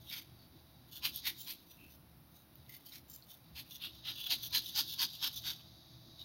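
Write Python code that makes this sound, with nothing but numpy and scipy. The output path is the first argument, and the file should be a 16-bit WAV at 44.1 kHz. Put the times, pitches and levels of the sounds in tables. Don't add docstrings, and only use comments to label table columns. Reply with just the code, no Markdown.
import sys
import numpy as np
from scipy import signal
from scipy.fft import rfft, irfft
from scipy.io import wavfile
from scipy.ndimage import map_coordinates

SR = 44100
rng = np.random.default_rng(int(sys.argv[2]) if len(sys.argv) > 2 else 0)


def store_pcm(level_fs):
    pcm = np.round(np.clip(level_fs, -1, 1) * 32767).astype(np.int16)
    wavfile.write(sys.argv[1], SR, np.atleast_2d(pcm).T)


N = 275184
TIME = np.arange(N) / SR

# f/Hz, relative level/dB
FALL_COLOUR = [(500, -37), (880, -29.5), (1150, -24), (1600, -21), (2200, -17), (3100, -0.5), (4500, -0.5),
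               (5500, -7.5), (6400, -9), (7600, -23), (9500, -18), (11500, -15), (12900, -7), (14300, -13),
               (15600, -13.5)]
TOSS_COLOUR = [(500, -53), (1200, -18.5), (2200, -19.5), (3000, 4), (3700, 1.5), (5400, -1.5), (6500, -0.5),
               (7800, -23), (9200, -13), (11300, -13.5), (12600, -4), (14000, -6.5), (14700, -5),
               (15600, -5.5)]
# low f/Hz, high f/Hz
SALT_BANDS = [(550, 2340), (2400, 8500), (7800, 17470)]
# landing t/s, relative landing level/dB, length/s, brightness/(dB per octave),
# wall ring f/Hz, air note f/Hz, relative toss level/dB
SHAKES = [(0.155, -45, 0.044, 1, 2240, 1270, -68), (1.058, -35, 0.025, -1, 2630, 1030, -53),
          (1.276, -36, 0.027, 0.5, 2090, 886, -50.5), (1.497, -45.5, 0.032, 1.5, 2500, 1030, -73),
          (2.947, -54.5, 0.033, 9.5, 2180, 1110, -77), (3.587, -47, 0.026, 0, 2600, 1100, -86),
          (3.847, -44, 0.036, -12.5, 3380, 920, -53.5), (4.087, -41.5, .037, -7.5, 3760, 900, -64.5),
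          (4.323, -33.5, 0.027, -2, 4050, 724, -59), (4.559, -31.5, 0.027, -0.5, 4200, 990, -46.5),
          (4.785, -32, 0.03, 4.5, 4790, 850, -48.5), (5.021, -32, .03, 0, 4780, 1040, -46.5),
          (5.249, -35, 0.034, 2, 3270, 876, -54.5), (5.482, -39, 0.041, 1.5, 3500, 973, -47)]


def from_db(db):
    return 10 ** (np.asarray(db) / 20)


def rms_one(x):
    return x / np.sqrt(np.mean(x ** 2) + 1e-20)


def drift(per_s, size=N):
    knots = rng.standard_normal(400)
    return map_coordinates(knots, [TIME[:size:10] * per_s], order=3, mode="wrap").repeat(10)[:size]


def resonance(x, hz, width_hz):
    r = np.exp(-np.pi * width_hz / SR)
    feedback = [1, -2 * r * np.cos(2 * np.pi * hz / SR), r * r]
    return signal.lfilter(np.array([1, 0, -1]) * (1 - r * r) / 2, feedback, x + 1e-18)


def coloured(x, colour):
    size = 2048
    hz, level_db = np.transpose(colour)
    grid = np.linspace(1, SR / 2, size // 2 + 1)
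    gains = from_db(np.interp(np.log(grid), np.log(hz), level_db))
    cepstrum = irfft(np.log(gains))
    cepstrum[1:size // 2] *= 2
    cepstrum[size // 2 + 1:] = 0
    return signal.fftconvolve(x, irfft(np.exp(rfft(cepstrum))))[:len(x)]


def surge(t, rise_s, fall_s, steepness=2.04, tail_db=-15):
    away = np.abs(t) / np.where(t < 0, rise_s, fall_s)
    mass = from_db(-10 * np.minimum(away ** steepness, 20))
    stragglers = from_db(tail_db - 4.3 * away) * (t > 0)
    return np.hypot(mass, stragglers)


def tip(s):
    # t/s, tip (0 upright, 1 on its side)
    lean = [(0, 0.6), (1.2, 0.51), (1.55, 0.98), (2.4, 0.96), (3.05, 0.72), (3.55, 0.6), (4.1, 0.044),
            (4.4, 0.44), (6.24, 0.017)]
    return np.interp(s, *np.transpose(lean))


def room(air_db=-62, shield_db=-9.5, waver_db=3.0):
    # f/Hz, level/dB before shielding and wavering
    hum_tones = [(120, -65), (164, -74), (328, -77), (650, -79.5)]
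    # f/Hz, relative level/dB
    room_colour = [(25, -31), (45, -21.5), (70, 2.5), (100, -4.5), (150, -1), (230, -11.5), (340, -21.5),
                   (440, -20.5), (700, -17), (1800, -25.5), (5500, -29), (7700, -50), (10000, -29.5),
                   (15500, -25)]
    hum = sum(from_db(db) * np.sqrt(2) * np.sin(2 * np.pi * (hz * TIME + rng.random()))
              for hz, db in hum_tones)
    hum *= from_db(shield_db * tip(TIME))
    air = from_db(air_db) * rms_one(coloured(rng.standard_normal(N), room_colour))
    rumble = signal.sosfiltfilt(signal.butter(2, 220, fs=SR, output="sos"), air)
    hiss = air - rumble
    return hiss + (rumble + hum) * rms_one(from_db(waver_db * drift(7.2)))


def room_echo(x, level_db=-11, t60_s=0.12):
    t = TIME[:SR // 2]
    tail = rng.standard_normal(len(t)) * from_db(-60 * t / t60_s) * (t > .003)
    dull = signal.sosfilt(signal.butter(1, 7000, fs=SR, output="sos"), x)
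    return from_db(level_db) * signal.fftconvolve(dull, tail / np.linalg.norm(tail))[:N]


def hand(hold_db=-71, uneven_db=1, rub_s=0.042, recoil_lag_s=0.03):
    # t/s, level/dB
    grips = [(.55, -66), (1.84, -61.5), (3.04, -70), (6.08, -64)]
    # f/Hz, relative level/dB
    palm_colour = [(130, -4.5), (200, 0), (250, 7), (290, 5.5), (335, 7.5), (420, -11.5), (700, -41.5)]
    recoils = [(s + recoil_lag_s, -52.5 + 0.29 * db) for s, db, *_ in SHAKES]
    rubs = sum(from_db(db) * surge(TIME - s, rub_s, rub_s) for s, db in grips + recoils)
    hold = from_db(hold_db + uneven_db * drift(7))
    return np.hypot(hold, rubs) * rms_one(coloured(rng.standard_normal(N), palm_colour))


def impacts(per_s, spread_db):
    chance = np.clip(per_s / SR, 1e-4, 1)
    sizes = from_db(spread_db * np.minimum(rng.exponential(1, len(chance)), 3.5))
    return (rng.random(len(chance)) < chance) * sizes / np.sqrt(chance)


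def crackle(hits, low_hz, high_hz, count=9):
    step = (high_hz - low_hz) / count
    pitches = low_hz + step * (np.arange(count) + .5)
    rings = sum(resonance(hits * rng.uniform(-1, 1, len(hits)), hz, step) for hz in pitches)
    return signal.sosfilt(signal.butter(2, [low_hz, high_hz], "band", fs=SR, output="sos"), rings)


def glass(x):
    # f/Hz, width/Hz, level/dB above the direct sound
    wall_notes = [(930, 24, 14), (2530, 260, 0), (3067, 34, 3), (3710, 45, 6.5), (4040, 25, 2),
                  (4344, 18, 4), (4570, 23, 2.5), (4760, 90, -6), (5320, 36, 4), (6470, 20, -10)]
    return x + sum(from_db(db) * resonance(x, hz, width) for hz, width, db in wall_notes)


def hollow(x, echo_db, t60_s):
    t = TIME[:SR // 40]
    bounces = rng.standard_normal(len(t)) * from_db(-60 * t / t60_s) * (t > .0003)
    return x + from_db(echo_db) * signal.fftconvolve(x, bounces / np.linalg.norm(bounces))[:len(x)]


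def rolling(hits_per_s=2500, uneven_db=2.0):
    hits = impacts(np.full(N, hits_per_s), spread_db=1.0)
    fizz = coloured(crackle(hits, *SALT_BANDS[-1]), FALL_COLOUR)
    return from_db(-83.5 + 7 * tip(TIME) + uneven_db * drift(6.6)) * rms_one(fizz)


def trickle(hits_per_s=3500, gain_db=-5, uneven_db=1.8):
    # t/s, relative level/dB
    flow = [(0.0, -66), (0.47, -70), (0.9, -66), (1.16, -50.5), (2.0, -75.5), (3.65, -67), (4.34, -47),
            (5.42, -50), (5.6, -59), (6.24, -59.5)]
    # f/Hz, relative level/dB
    trickle_colour = [(2500, -45), (3300, -12), (3850, 2.5), (4200, -9), (4650, -3), (5200, -12.5),
                      (5700, -15.5), (6600, -16), (7500, -54)]
    hits = impacts(np.full(N, hits_per_s), spread_db=1.5) * rng.choice([-1, 1], N)
    level_db = gain_db + np.interp(TIME, *np.transpose(flow)) + uneven_db * drift(14)
    return from_db(level_db) * rms_one(coloured(hits, trickle_colour))


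def flight_hush(lead_s=0.069, width_s=0.0059, dip_db=-4.5):
    airborne = sum(np.exp(-((TIME - s + lead_s) / width_s) ** 2) for s, *_ in SHAKES)
    return from_db(dip_db * airborne)


def crystals(gain_db=-11, ring_cycles=20, crack_db=-12):
    # t/s, relative peak level/dB, f/Hz
    strikes = [(1.1606, -14, 12600), (2.5561, -31, 14000), (2.664, -48.5, 3720), (2.766, -29, 13500),
               (2.863, -30, 12700), (2.9216, -36, 3840), (3.0995, -27.5, 12400), (3.162, -27, 12400),
               (3.2239, -38.5, 4350), (3.8383, -25, 3450), (4.3219, -13, 4340), (4.5607, -15, 4060),
               (4.6604, -26, 3800), (5.2525, -28, 3130)]
    ticks, click = np.zeros(N + SR), signal.unit_impulse(SR // 20)
    crack = coloured(click, TOSS_COLOUR)
    for s, peak_db, hz in strikes:
        tick = resonance(resonance(click, hz, hz / ring_cycles), hz, hz / 2)
        hit = tick / np.abs(tick).max() + from_db(crack_db) * crack / np.abs(crack).max()
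        start = round(s * SR)
        ticks[start:start + len(hit)] += from_db(peak_db + gain_db) * hollow(hit, -6, t60_s=0.056)
    return glass(ticks[:N])


def ring(x, hz, width_hz):
    return resonance(resonance(x, hz, width_hz), hz, 2 * width_hz)


def knocks(air_s=0.029, air_lead_s=0.0052, thud_hz=74, thud_s=0.068):
    half = SR // 4
    t, out = np.arange(-half, half) / SR, np.zeros(N + 2 * half)
    for s, level_db, *_, air_hz, _toss_db in SHAKES:
        push = rng.standard_normal(len(t))
        air = rms_one(ring(push, air_hz, width_hz=69)) * surge(t + air_lead_s, air_s, air_s)
        thud = rms_one(ring(push, thud_hz, width_hz=11)) * surge(t, thud_s, thud_s)
        air_db = 1.523 * level_db - 8.5
        start = round(s * SR)
        out[start:start + 2 * half] += from_db(air_db) * air + from_db(level_db - 33) * thud
    return out[half:half + N]


def moving_salt(strokes, colour, *, hits_per_s, spread_db, spurt_db, hollow_db, ring_width_hz,
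                crunch_db, crunch_power, fizz_db, fizz_power, fizz_lag_s, rise_share, fall_share):
    def in_jar(hits, band, tone):
        return glass(coloured(hollow(crackle(hits, *band), hollow_db, t60_s=0.02), tone))

    half = SR // 4
    t, out = np.arange(-half, half) / SR, np.zeros(N + 3 * half)
    crunch_band, clatter_band, fizz_band = SALT_BANDS
    for s, level_db, length_s, brightness, ring_hz, ring_db in strokes:
        rise, fall = rise_share * length_s, fall_share * length_s
        swell = surge(t, rise, fall)
        fizz_swell = surge(t - fizz_lag_s, rise, fall) ** fizz_power
        hits = impacts(hits_per_s * (0.23 + swell ** 0.85), spread_db)
        hits *= from_db(spurt_db * drift(72.7, size=len(t)))
        clatter_colour = [(hz, db + brightness * np.log2(hz / 1000)) for hz, db in colour]
        wall = ring(hits * rng.choice([-1, 1], len(t)), ring_hz, ring_width_hz)
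        extra_fizz_db = 10.5 * tip(s) + 0.17 * brightness
        parts = [(in_jar(hits, crunch_band, colour), crunch_db, swell ** crunch_power),
                 (in_jar(hits, clatter_band, clatter_colour), -1, swell),
                 (in_jar(hits, fizz_band, colour), fizz_db + extra_fizz_db, fizz_swell),
                 (wall, ring_db, swell)]
        start = round(s * SR)
        for sound, part_db, shape in parts:
            strength = np.sqrt(np.average(sound ** 2, weights=shape ** 2))
            out[start:start + 2 * half] += from_db(level_db + part_db) * shape * sound / strength
    return out[half:half + N]


def tosses_and_slides(lead_s=0.104, toss_s=0.037, db_per_octave=1.5, ring_hz=3457, ring_db=-3.5):
    # peak t/s, relative level/dB, length/s, brightness/(dB per octave),
    # wall ring f/Hz, relative ring level/dB
    slides = [(0.094, -55, .028, -9, 3750, 4), (0.436, -76, 0.052, -3, 4540, 6),
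              (1.423, -54.5, 0.039, 1, 7130, -6), (1.716, -64, 0.036, -9, 5910, -6.5),
              (1.841, -71.5, 0.05, -6, 2620, 8.5), (1.93, -67, 0.033, -5, 5970, -6),
              (2.377, -74.5, 0.056, 16, 3840, 4), (2.74, -59, 0.044, -2.5, 2070, -4),
              (2.885, -58, 0.02, 2, 4700, -3), (3.138, -60, 0.033, 15, 7270, -1.5),
              (3.329, -60, 0.038, 5, 3490, -8), (4.229, -45, 0.056, -16.5, 3390, 0.5),
              (6.229, -57, 0.029, -1, 3790, 7)]
    tosses = [(s - lead_s, db, toss_s, db_per_octave, ring_hz, ring_db) for s, *_, db in SHAKES]
    return moving_salt(tosses + slides, TOSS_COLOUR, hits_per_s=2200, spread_db=4.5, spurt_db=2.5,
                       hollow_db=0.5, ring_width_hz=170, crunch_db=-20.5, crunch_power=0.26,
                       fizz_db=-4.5, fizz_power=0.72, fizz_lag_s=0.00031,
                       rise_share=1.18, fall_share=0.92)


def landings(ring_db=-3.5, tipped_db=-9):
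    strokes = [(*shake[:5], ring_db + tipped_db * tip(shake[0])) for shake in SHAKES]
    return moving_salt(strokes, FALL_COLOUR, hits_per_s=4500, spread_db=3.0, spurt_db=1.64,
                       hollow_db=-4.5, ring_width_hz=420, crunch_db=-12, crunch_power=1.29,
                       fizz_db=-10, fizz_power=1.0, fizz_lag_s=0.0036,
                       rise_share=1.0, fall_share=1.115)


def scene():
    falling = landings()
    sliding = tosses_and_slides()
    ticks = crystals()
    sifting = trickle() + rolling()
    jar = falling + knocks() + ticks + flight_hush() * (sliding + sifting)
    return (jar + room_echo(jar) + hand() + room())[None]


def record(dry):
    dipped = dry - 0.3 * resonance(dry, hz=7880, width_hz=990)
    return signal.sosfilt(signal.ellip(12, .1, 80, 15900, fs=SR, output="sos"), dipped)


dry = scene()
out = record(dry)
store_pcm(out)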